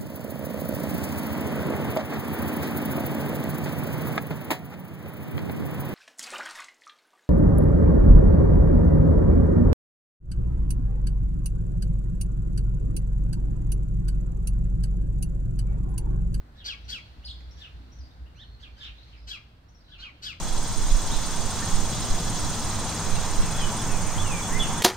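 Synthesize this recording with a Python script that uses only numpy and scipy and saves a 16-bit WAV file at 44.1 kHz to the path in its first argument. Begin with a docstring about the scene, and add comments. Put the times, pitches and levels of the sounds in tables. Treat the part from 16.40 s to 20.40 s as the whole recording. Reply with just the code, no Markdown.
"""Jackdaws around a paved yard

Jackdaw-like birds call from their perches: each call starts as a rattling rasp and slides down as a
clearer tone. A small songbird adds a chirrup and thin high pips, among far whistles and one soft knock.
Walls scatter these sounds, and fainter jackdaws arrive duller and with more reflections.
Underneath lie outdoor air, a blur of distant birds, traffic rumble and an engine drone."""
import sys
import numpy as np
from scipy import signal
from scipy.fft import rfft, irfft
from scipy.io import wavfile

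SR = 44100
rng = np.random.default_rng(int(sys.argv[2]) if len(sys.argv) > 2 else 0)


def digitize_waveform(pressure):
    """Quantize a signal to 16-bit integers and store it at the path in sys.argv[1].

    Rows of a 2-D input are taken as channels; values are limited to [-1, 1].
    """
    field = np.atleast_2d(pressure).T
    bounded = np.clip(field, -1, 1)
    quanta = np.round(bounded * 32767).astype(np.int16)
    wavfile.write(sys.argv[1], SR, quanta)


N = 176400
T = np.arange(N) / SR


def from_db(db):
    """Decibels to gain."""
    return 10 ** (np.asarray(db) / 20)


def unit_rms(x):
    """Scale to an RMS of one."""
    return x / np.sqrt(np.mean(x ** 2) + 1e-20)


def along(rows, t):
    """Read each curve of a breakpoint table at the times t."""
    times, *columns = np.transpose(rows)
    return [np.interp(t, times, column) for column in columns]


def at_hz(points, hz):
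    """Read a curve on a log-frequency axis."""
    freqs, values = np.transpose(points)
    return np.interp(np.log(hz + 1), np.log(freqs), values)


def noise(spectrum, size):
    """Noise shaped by an EQ curve, at unit RMS."""
    gain = from_db(at_hz(spectrum, np.fft.rfftfreq(size, 1 / SR)))
    return unit_rms(irfft(rfft(rng.standard_normal(size)) * gain, size))


def drift(rate_hz, size):
    """Smooth random wander at unit RMS, mostly slower than rate_hz."""
    f = np.fft.rfftfreq(size, 1 / SR)
    return unit_rms(irfft(rfft(rng.standard_normal(size)) / (1 + (f / rate_hz) ** 2), size))


def lowpass(x, cutoff_hz):
    """Roll off the top at 12 dB per octave."""
    return signal.sosfilt(signal.butter(2, cutoff_hz, fs=SR, output="sos"), x)


def phase_of(hz):
    """Running phase of a gliding pitch."""
    return 2 * np.pi * np.cumsum(hz) / SR


def two_ears(x, lag_s):
    """Mono to stereo; a positive lag reaches the right side later."""
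    i = np.arange(len(x))
    return np.array([x, np.interp(i - lag_s * SR, i, x)])


def add(out, start_s, x):
    """Mix a stereo sound in at its cue."""
    i = max(int(start_s * SR), 0)
    out[:, i:i + x.shape[1]] += x[:, :N - i]


EARLY_T60_S, LATE_T60_S, ECHOES_PER_S = 0.21, 0.8, 1500
def yard(x, wet_db, pan_db, late_db=-16, lag_s=0.0004276):
    """Direct sound, a quick scatter off the walls and a long, duller tail; positive pan is left."""
    t = T[:SR]
    early = rng.standard_normal((2, SR)) * (rng.random((2, SR)) < ECHOES_PER_S / SR)
    early *= from_db(-60 * t / EARLY_T60_S)
    late = lowpass(rng.standard_normal((2, SR)), cutoff_hz=5400)
    late *= from_db(-60 * t / LATE_T60_S) * (1 - np.exp(-t / 0.0033))
    wet, tail = from_db(wet_db), from_db(late_db)
    echoes = wet * (unit_rms(early) + tail * unit_rms(late)) / np.sqrt(SR * (1 + tail ** 2))
    out = signal.fftconvolve(x[None], echoes, axes=1)
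    out[:, :len(x)] += two_ears(x, lag_s)
    return out * from_db([[pan_db / 2], [-pan_db / 2]]) / np.sqrt(1 + wet ** 2)


# Colour of the outdoor air: freq_hz, gain_db
AIR_EQ = [(150, -34), (400, -0.5), (750, -0.5), (1100, -3), (1600, -1.5), (2400, -11), (3300, -12.5),
          (4300, -10.5), (5500, -19), (7000, -23), (9500, -25.5), (12500, -29), (15000, -22.5)]
# Fader ride of the air: time_s, level_db
AIR_FADER = [(0, -62), (1, -61), (2, -62.5), (2.7, -63.5), (3.2, -65), (4, -63.5)]
# How alike left and right are: freq_hz, correlation
AIR_CORRELATION = [(150, 0.62), (350, 0.64), (700, 0.21), (1400, -0.18), (3000, 0.077), (15000, -0.17)]
def air():
    """A wide, even bed of outdoor hiss, built as mid and side."""
    alike = at_hz(AIR_CORRELATION, np.fft.rfftfreq(N, 1 / SR))
    mid = irfft(rfft(noise(AIR_EQ, N)) * np.sqrt((1 + alike) / 2), N)
    side = irfft(rfft(noise(AIR_EQ, N)) * np.sqrt((1 - alike) / 2), N)
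    return np.array([mid + side, mid - side]) * from_db(along(AIR_FADER, T)[0])


# Note of a distant engine: time_s, pitch_hz
ENGINE_GLIDE = [(0, 53.5), (.6, 58), (.85, 63), (1.15, 57.5), (1.4, 60), (1.65, 64.5), (1.85, 60),
                (2.1, 56.5), (2.95, 56.5), (3.3, 49.5), (4, 49)]
# Fader ride of the engine, before trim and waver: time_s, level_db
ENGINE_FADER = [(0.0, -39), (0.03, -67), (0.47, -44.5), (0.7, -53), (0.82, -44.5), (1.18, -42.5),
                (1.27, -72), (1.34, -45.5), (1.57, -53), (1.6, -33), (1.76, -52.5), (1.83, -38.5),
                (1.87, -52), (2.45, -50), (2.72, -52), (2.95, -47), (3.11, -76), (3.41, -51.5), (3.99, -67),
                (4.0, -65.5)]
# Colour of the road rumble, before its low-pass: freq_hz, gain_db
RUMBLE_EQ = [(20, -1.5), (32, -33), (48, 4), (65, -0.5), (85, -3), (115, -5.5), (160, -12.5), (250, -16.5),
             (320, -18.5), (420, -29.5), (700, -25.5)]
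# Fader ride of the rumble, before trim: time_s, level_db
RUMBLE_FADER = [(0.0, -58), (0.44, -59), (0.57, -55.5), (0.71, -59.5), (0.77, -57.5), (1.3, -60.5),
                (1.34, -57), (3.41, -62), (4.0, -56.5)]
ENGINE_TRIM_DB, RUMBLE_TRIM_DB = -0.5, 11
ENGINE_WAVER_HZ, ENGINE_WAVER_DB = 1.88, 3.5
def traffic():
    """A wavering engine drone in broad road rumble, leaning slightly right."""
    hz = along(ENGINE_GLIDE, T)[0] + ENGINE_WAVER_HZ * drift(rate_hz=4.15, size=N)
    db = along(ENGINE_FADER, T)[0] + ENGINE_TRIM_DB + ENGINE_WAVER_DB * drift(rate_hz=13.4, size=N)
    drone = np.sqrt(2) * np.sin(phase_of(hz)) * from_db(db)
    rumble = lowpass(noise(RUMBLE_EQ, N), cutoff_hz=700)
    rumble *= from_db(along(RUMBLE_FADER, T)[0] + RUMBLE_TRIM_DB)
    return (two_ears(drone, lag_s=0.0013) + two_ears(rumble, lag_s=0.0004)) * from_db([[-.4], [.4]])


# A narrow, hollow band of traffic noise: freq_hz, gain_db
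SWELL_EQ = [(120, -46), (225, -22), (250, 6), (300, 0), (350, -6), (700, -81)]
# Its rise and fall: time_s, level_db
SWELL_FADER = [(1.1, -90), (1.4, -61.5), (1.6, -65.5), (1.8, -72), (2.1, -93)]
def traffic_swell():
    """The traffic noise briefly gains a low, hollow tone."""
    return two_ears(noise(SWELL_EQ, N) * from_db(along(SWELL_FADER, T)[0]), lag_s=0.00046)


# Colour of the distant bird wash: freq_hz, gain_db
CHORUS_EQ = [(1200, -32), (2000, -3), (2800, -6), (3500, -2), (4300, 0), (5000, -9), (5900, -12),
             (7000, -22.5), (10000, -35.5)]
# Its ebb and flow: time_s, level_db
CHORUS_FADER = [(0, -88), (.45, -62), (.7, -66.5), (1.05, -64), (1.5, -66.5), (1.9, -72.5), (2.3, -67.5),
                (2.7, -61), (3.15, -80), (3.4, -72.5), (4, -69)]
def distant_chorus():
    """Birds too far off to tell apart blur into a wide band of noise."""
    return np.array([noise(CHORUS_EQ, N), noise(CHORUS_EQ, N)]) * from_db(along(CHORUS_FADER, T)[0])


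# Resonances of the knock: freq_hz, relative_db, t60_s
KNOCK_MODES = [(1500, -5, .012), (2000, -2, .016), (2400, -2, .012), (3600, -3, .008), (5200, -4, .008),
               (6100, -6, .008), (7200, -4, .008)]
def knock(start_s=1.005, level_db=-41, attack_s=.002):
    """One small knock rings a few quickly damped modes."""
    out, t = np.zeros((2, N)), T[:SR // 10]
    ring = sum(from_db(level_db + db - 60 * t / t60) * np.sin(2 * np.pi * hz * t)
               for hz, db, t60 in KNOCK_MODES)
    add(out, start_s, yard(ring * (1 - np.exp(-t / attack_s)), wet_db=-2, pan_db=0))
    return out


TREMBLE_HZ = 510  # speed of the random tremble in the birds' voices
def whistle(contour, jitter, harmonics_db=(0,)):
    """A trembling bird note that glides through rows of time_s, pitch_hz, level_db."""
    t = np.arange(contour[0][0], contour[-1][0], 1 / SR)
    hz, db = along(contour, t)
    phase = phase_of(hz * (1 + jitter * drift(TREMBLE_HZ, size=16384)[:len(t)]))
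    tone = sum(from_db(gain_db) * np.sin(k * phase) for k, gain_db in enumerate(harmonics_db, 1))
    return np.sqrt(2) * from_db(db) * signal.windows.tukey(len(t), .05) * tone


# Faint held notes: start_s, length_s, pitch_hz, level_db
WHISTLE_CUES = [(0.62, .055, 4280, -63.5), (1.307, .058, 4160, -76), (1.95, 0.21, 4230, -65),
                (2.255, 0.22, 4350, -73), (3.442, 0.1, 3980, -63.5), (3.538, .03, 4250, -61)]
def far_whistles():
    """Steady whistles from far off, more reflection than direct sound."""
    out = np.zeros((2, N))
    for start, length, hz, db in WHISTLE_CUES:
        note = whistle([(start, hz, db), (start + length, hz, db)], jitter=.03)
        add(out, start, yard(note, wet_db=4, pan_db=-2.5, late_db=-7))
    return out


# Thin, high pips: start_s, length_s, from_hz, to_hz, level_db
PIP_CUES = [(0.442, 0.013, 5480, 6170, -58.5), (0.458, 0.013, 5830, 5300, -63),
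            (1.108, .013, 5380, 5980, -53.5), (1.126, 0.0091, 6350, 6400, -64),
            (1.168, 0.0098, 5900, 5530, -59), (1.517, 0.014, 5490, 5830, -55.5),
            (1.532, 0.0076, 6400, 6320, -62), (1.552, 0.02, 5860, 5800, -67),
            (1.584, 0.018, 5690, 5680, -58.5), (1.602, 0.017, 5130, 4750, -56.5),
            (1.633, 0.011, 4700, 4600, -55), (1.65, 0.013, 4960, 4660, -58.5),
            (1.705, 0.013, 3760, 3710, -59.5), (1.858, 0.021, 2590, 3240, -60),
            (1.952, 0.043, 6060, 5560, -66), (2.581, 0.0087, 3920, 3780, -49.5),
            (2.626, 0.014, 4270, 4190, -55), (2.772, 0.014, 4940, 5140, -57.5),
            (2.825, 0.016, 5300, 4700, -62), (3.283, 0.014, 5330, 6130, -64), (3.3, .014, 6260, 6200, -71),
            (3.344, 0.021, 5440, 5770, -59.5), (3.376, 0.014, 5400, 5130, -68),
            (3.404, 0.013, 4740, 4670, -63)]
def songbird_pips():
    """Tiny, distant glides, each faded in and out and smeared by the walls."""
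    out = np.zeros((2, N))
    for start, length, from_hz, to_hz, db in PIP_CUES:
        pip = whistle([(start, from_hz, db), (start + length, to_hz, db)], jitter=.028)
        pip *= signal.windows.tukey(len(pip), .5)
        add(out, start, yard(pip, wet_db=5, pan_db=1, late_db=-7, lag_s=-0.00038))
    return out


# Zigzag of the close chirrup: time_s, pitch_hz, level_db
CHIRRUP_CONTOUR = [(.825, 2600, -68), (.843, 3050, -52), (.847, 3500, -51), (.851, 4700, -42),
                   (.859, 5150, -38.5), (.867, 4450, -41), (.878, 4150, -42), (.884, 2750, -48),
                   (.893, 3450, -42), (.902, 4400, -42), (.915, 3300, -41.5), (.919, 3600, -46),
                   (.925, 2850, -55)]
# Colour of its sizzle: freq_hz, gain_db
SIZZLE_EQ = [(2500, -30), (6000, 4.5), (7500, 3), (10000, -4), (12000, -27), (15500, -3)]
def songbird_chirrup(octave_db=-23, sizzle_db=-25):
    """A quick zigzag whistle with a faint octave and a sizzle that rides on the tone."""
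    out = np.zeros((2, N))
    tone = whistle(CHIRRUP_CONTOUR, jitter=.033, harmonics_db=[0, octave_db])
    sizzle = from_db(sizzle_db) * np.abs(tone) * noise(SIZZLE_EQ, size=8192)[:len(tone)]
    placed = yard(tone + sizzle, wet_db=-2, pan_db=-0.5, late_db=-9, lag_s=.00032)
    add(out, CHIRRUP_CONTOUR[0][0], placed)
    return out


# Arc of one soft call: time_s, pitch_hz, relative_db
RISING_CONTOUR = [(1.945, 1097, -76), (1.975, 1400, -65.5), (1.999, 1662, -55.5), (2.023, 1913, -55),
                  (2.04, 1580, -56.5), (2.05, 1370, -68)]
# Its harmonics, from the fundamental up: gain_db
RISING_HARMONICS = [-5, 5.5, -17, -27]
def rising_call():
    """A soft call, strongest in its second harmonic, climbs and then drops."""
    out = np.zeros((2, N))
    call = whistle(RISING_CONTOUR, jitter=0.027, harmonics_db=RISING_HARMONICS)
    add(out, RISING_CONTOUR[0][0], yard(call, wet_db=-2, pan_db=-3, lag_s=0))
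    return out


# Shape of one call, with position and roughness from 0 to 1 and the partials' relative levels:
# position, base_pitch_hz, fundamental_db, second_harmonic_db, upper_harmonics_db, roughness
CALL_SHAPE = [(0, 1476, -41, -32, -21.5, 0.49), (.1, 1554, -17, -10.5, -9, 0.83),
              (.24, 1583, -15, -22, -1, 0.7), (.35, 1684, -19.5, -5.5, -4, 0.37),
              (.44, 1746, -8, 4.5, -5.5, 0.49), (.53, 1605, -13.5, -0.5, -10.5, 0.43),
              (.63, 1447, -13, 0.5, -12.5, 0.19), (.8, 1275, -17, -5, -18, 0.1),
              (.92, 1172, -17.5, -10.5, -23.5, 0.4), (1, 1016, -39, -8, -38, 0.4)]
# Throat colour on the upper harmonics and rasp: freq_hz, gain_db
THROAT_EQ = [(1000, -16.5), (2200, -10), (3200, -5), (4000, 4.5), (4700, -5), (5600, -5), (6900, -15.5),
             (7900, -17), (9300, -32), (11500, -27), (15500, -33)]
RING_HZ, RING_HALF_WIDTH_HZ, RING_DB = 4720, 300, 6  # an extra throat resonance
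PITCH_JITTER, FLUTTER_DEPTH, RATTLE_DEPTH = 0.0627, .55, .65  # at full roughness
RATTLE_HZ, RASP_DB = 295, -2.5
def jackdaw_call(length_s, pitch_ratio, tilt_db, min_roughness, dull_db):
    """A rattling onset rings in the throat, then clears into a falling tone on the second harmonic."""
    size = int(length_s * SR)
    hz, fundamental_db, second_db, upper_db, roughness = along(CALL_SHAPE, np.arange(size) / size)
    roughness = np.clip(roughness, min_roughness, 1)
    wander = lambda: drift(TREMBLE_HZ, size=8192)[:size]
    phase = phase_of(pitch_ratio * hz * (1 + PITCH_JITTER * roughness * wander()))
    harmonic = lambda k: np.sqrt(2) * np.sin(k * phase) * (1 + FLUTTER_DEPTH * roughness * wander())
    rattle = 1 + RATTLE_DEPTH * roughness * np.sin(phase_of(RATTLE_HZ * (1 + 0.09 * wander())))
    hiss = np.sqrt(SR / 2 / hz) * rng.standard_normal(8192)[:size]
    rasp = hiss * (1 + np.cos(phase)) * from_db(RASP_DB)  # pulses once per pitch cycle
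    upper = (sum(harmonic(k) for k in range(3, 10)) + rasp) * from_db(upper_db - dull_db) * rattle
    f = np.fft.rfftfreq(2 * size, 1 / SR)
    ring_db = RING_DB / (1 + ((f - RING_HZ) / RING_HALF_WIDTH_HZ) ** 2)
    treble_db = tilt_db * np.log2(np.clip(f / 3300, 1, 3))
    throat = from_db(at_hz(THROAT_EQ, f) + ring_db + treble_db)
    upper = irfft(rfft(upper, 2 * size) * throat)[:size]
    body = from_db(fundamental_db) * harmonic(0.99) + from_db(second_db) * harmonic(2)
    return (upper + rattle * body) * signal.windows.tukey(size, .1)


# Cue sheet of the jackdaws:
# start_s, length_s, pitch_ratio, level_db, tilt_db_per_octave, pan_db, min_roughness, right_lag_s
JACKDAW_CUES = [(0.139, .11, 1.12, -52.5, 0, -1, .55, .0004), (.24, 0.11, 0.97, -36, -1.5, 3.5, .1, .00039),
                (.477, 0.12, 0.97, -38, 3, 1.5, .1, .00039), (1.163, 0.13, 1.06, -47.5, 1, 0, .7, .0005),
                (2.191, 0.098, 0.98, -49.5, 1, -1.5, .6, .00032),
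                (2.36, .12, 1.03, -45.5, -4.5, 0.5, .65, .0005),
                (2.404, .11, 1.05, -45.5, 1, -1.5, .65, -.0003),
                (2.672, .13, 0.82, -60.5, 7, -1, 1.1, .0004), (2.867, .112, 0.97, -39, 2, 1.5, .1, .0004),
                (3.472, 0.12, 0.98, -52.5, -2, 1.5, .4, .00018),
                (3.576, .13, .92, -43.5, -4, 0, .62, .00043),
                (3.817, 0.12, 0.98, -37.5, 2, 3.5, .1, .00039)]
NEAR_DB, NEAR_WET_DB = -33, -4.5  # level and reverb send of a close caller
WET_PER_DB, DULL_PER_DB = .5, 0.7  # dB of reverb gained and of top lost per dB fainter
def jackdaws():
    """Callers around the yard: a fainter one is farther away, so it is duller and wetter."""
    out = np.zeros((2, N))
    for start, length, pitch_ratio, db, tilt_db, pan_db, min_roughness, lag_s in JACKDAW_CUES:
        fainter_db = NEAR_DB - db
        wet_db = NEAR_WET_DB + WET_PER_DB * fainter_db
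        call = jackdaw_call(length, pitch_ratio, tilt_db, min_roughness, DULL_PER_DB * fainter_db)
        add(out, start, from_db(db) * yard(call, wet_db, pan_db, lag_s=lag_s))
    return out


def scene():
    """Birds and a knock over the outdoor bed."""
    birds = jackdaws() + rising_call() + songbird_chirrup() + songbird_pips() + far_whistles()
    return birds + distant_chorus() + knock() + traffic() + traffic_swell() + air()


LOW_CUT_HZ, HIGH_CUT_HZ = 18, 15600
def record(dry):
    """A gentle cut of the deepest bass and a steep cut of the very top."""
    dry = signal.sosfilt(signal.butter(2, LOW_CUT_HZ, "high", fs=SR, output="sos"), dry)
    return signal.sosfilt(signal.ellip(12, .1, 80, HIGH_CUT_HZ, fs=SR, output="sos"), dry)


dry = scene()
out = record(dry)
digitize_waveform(out)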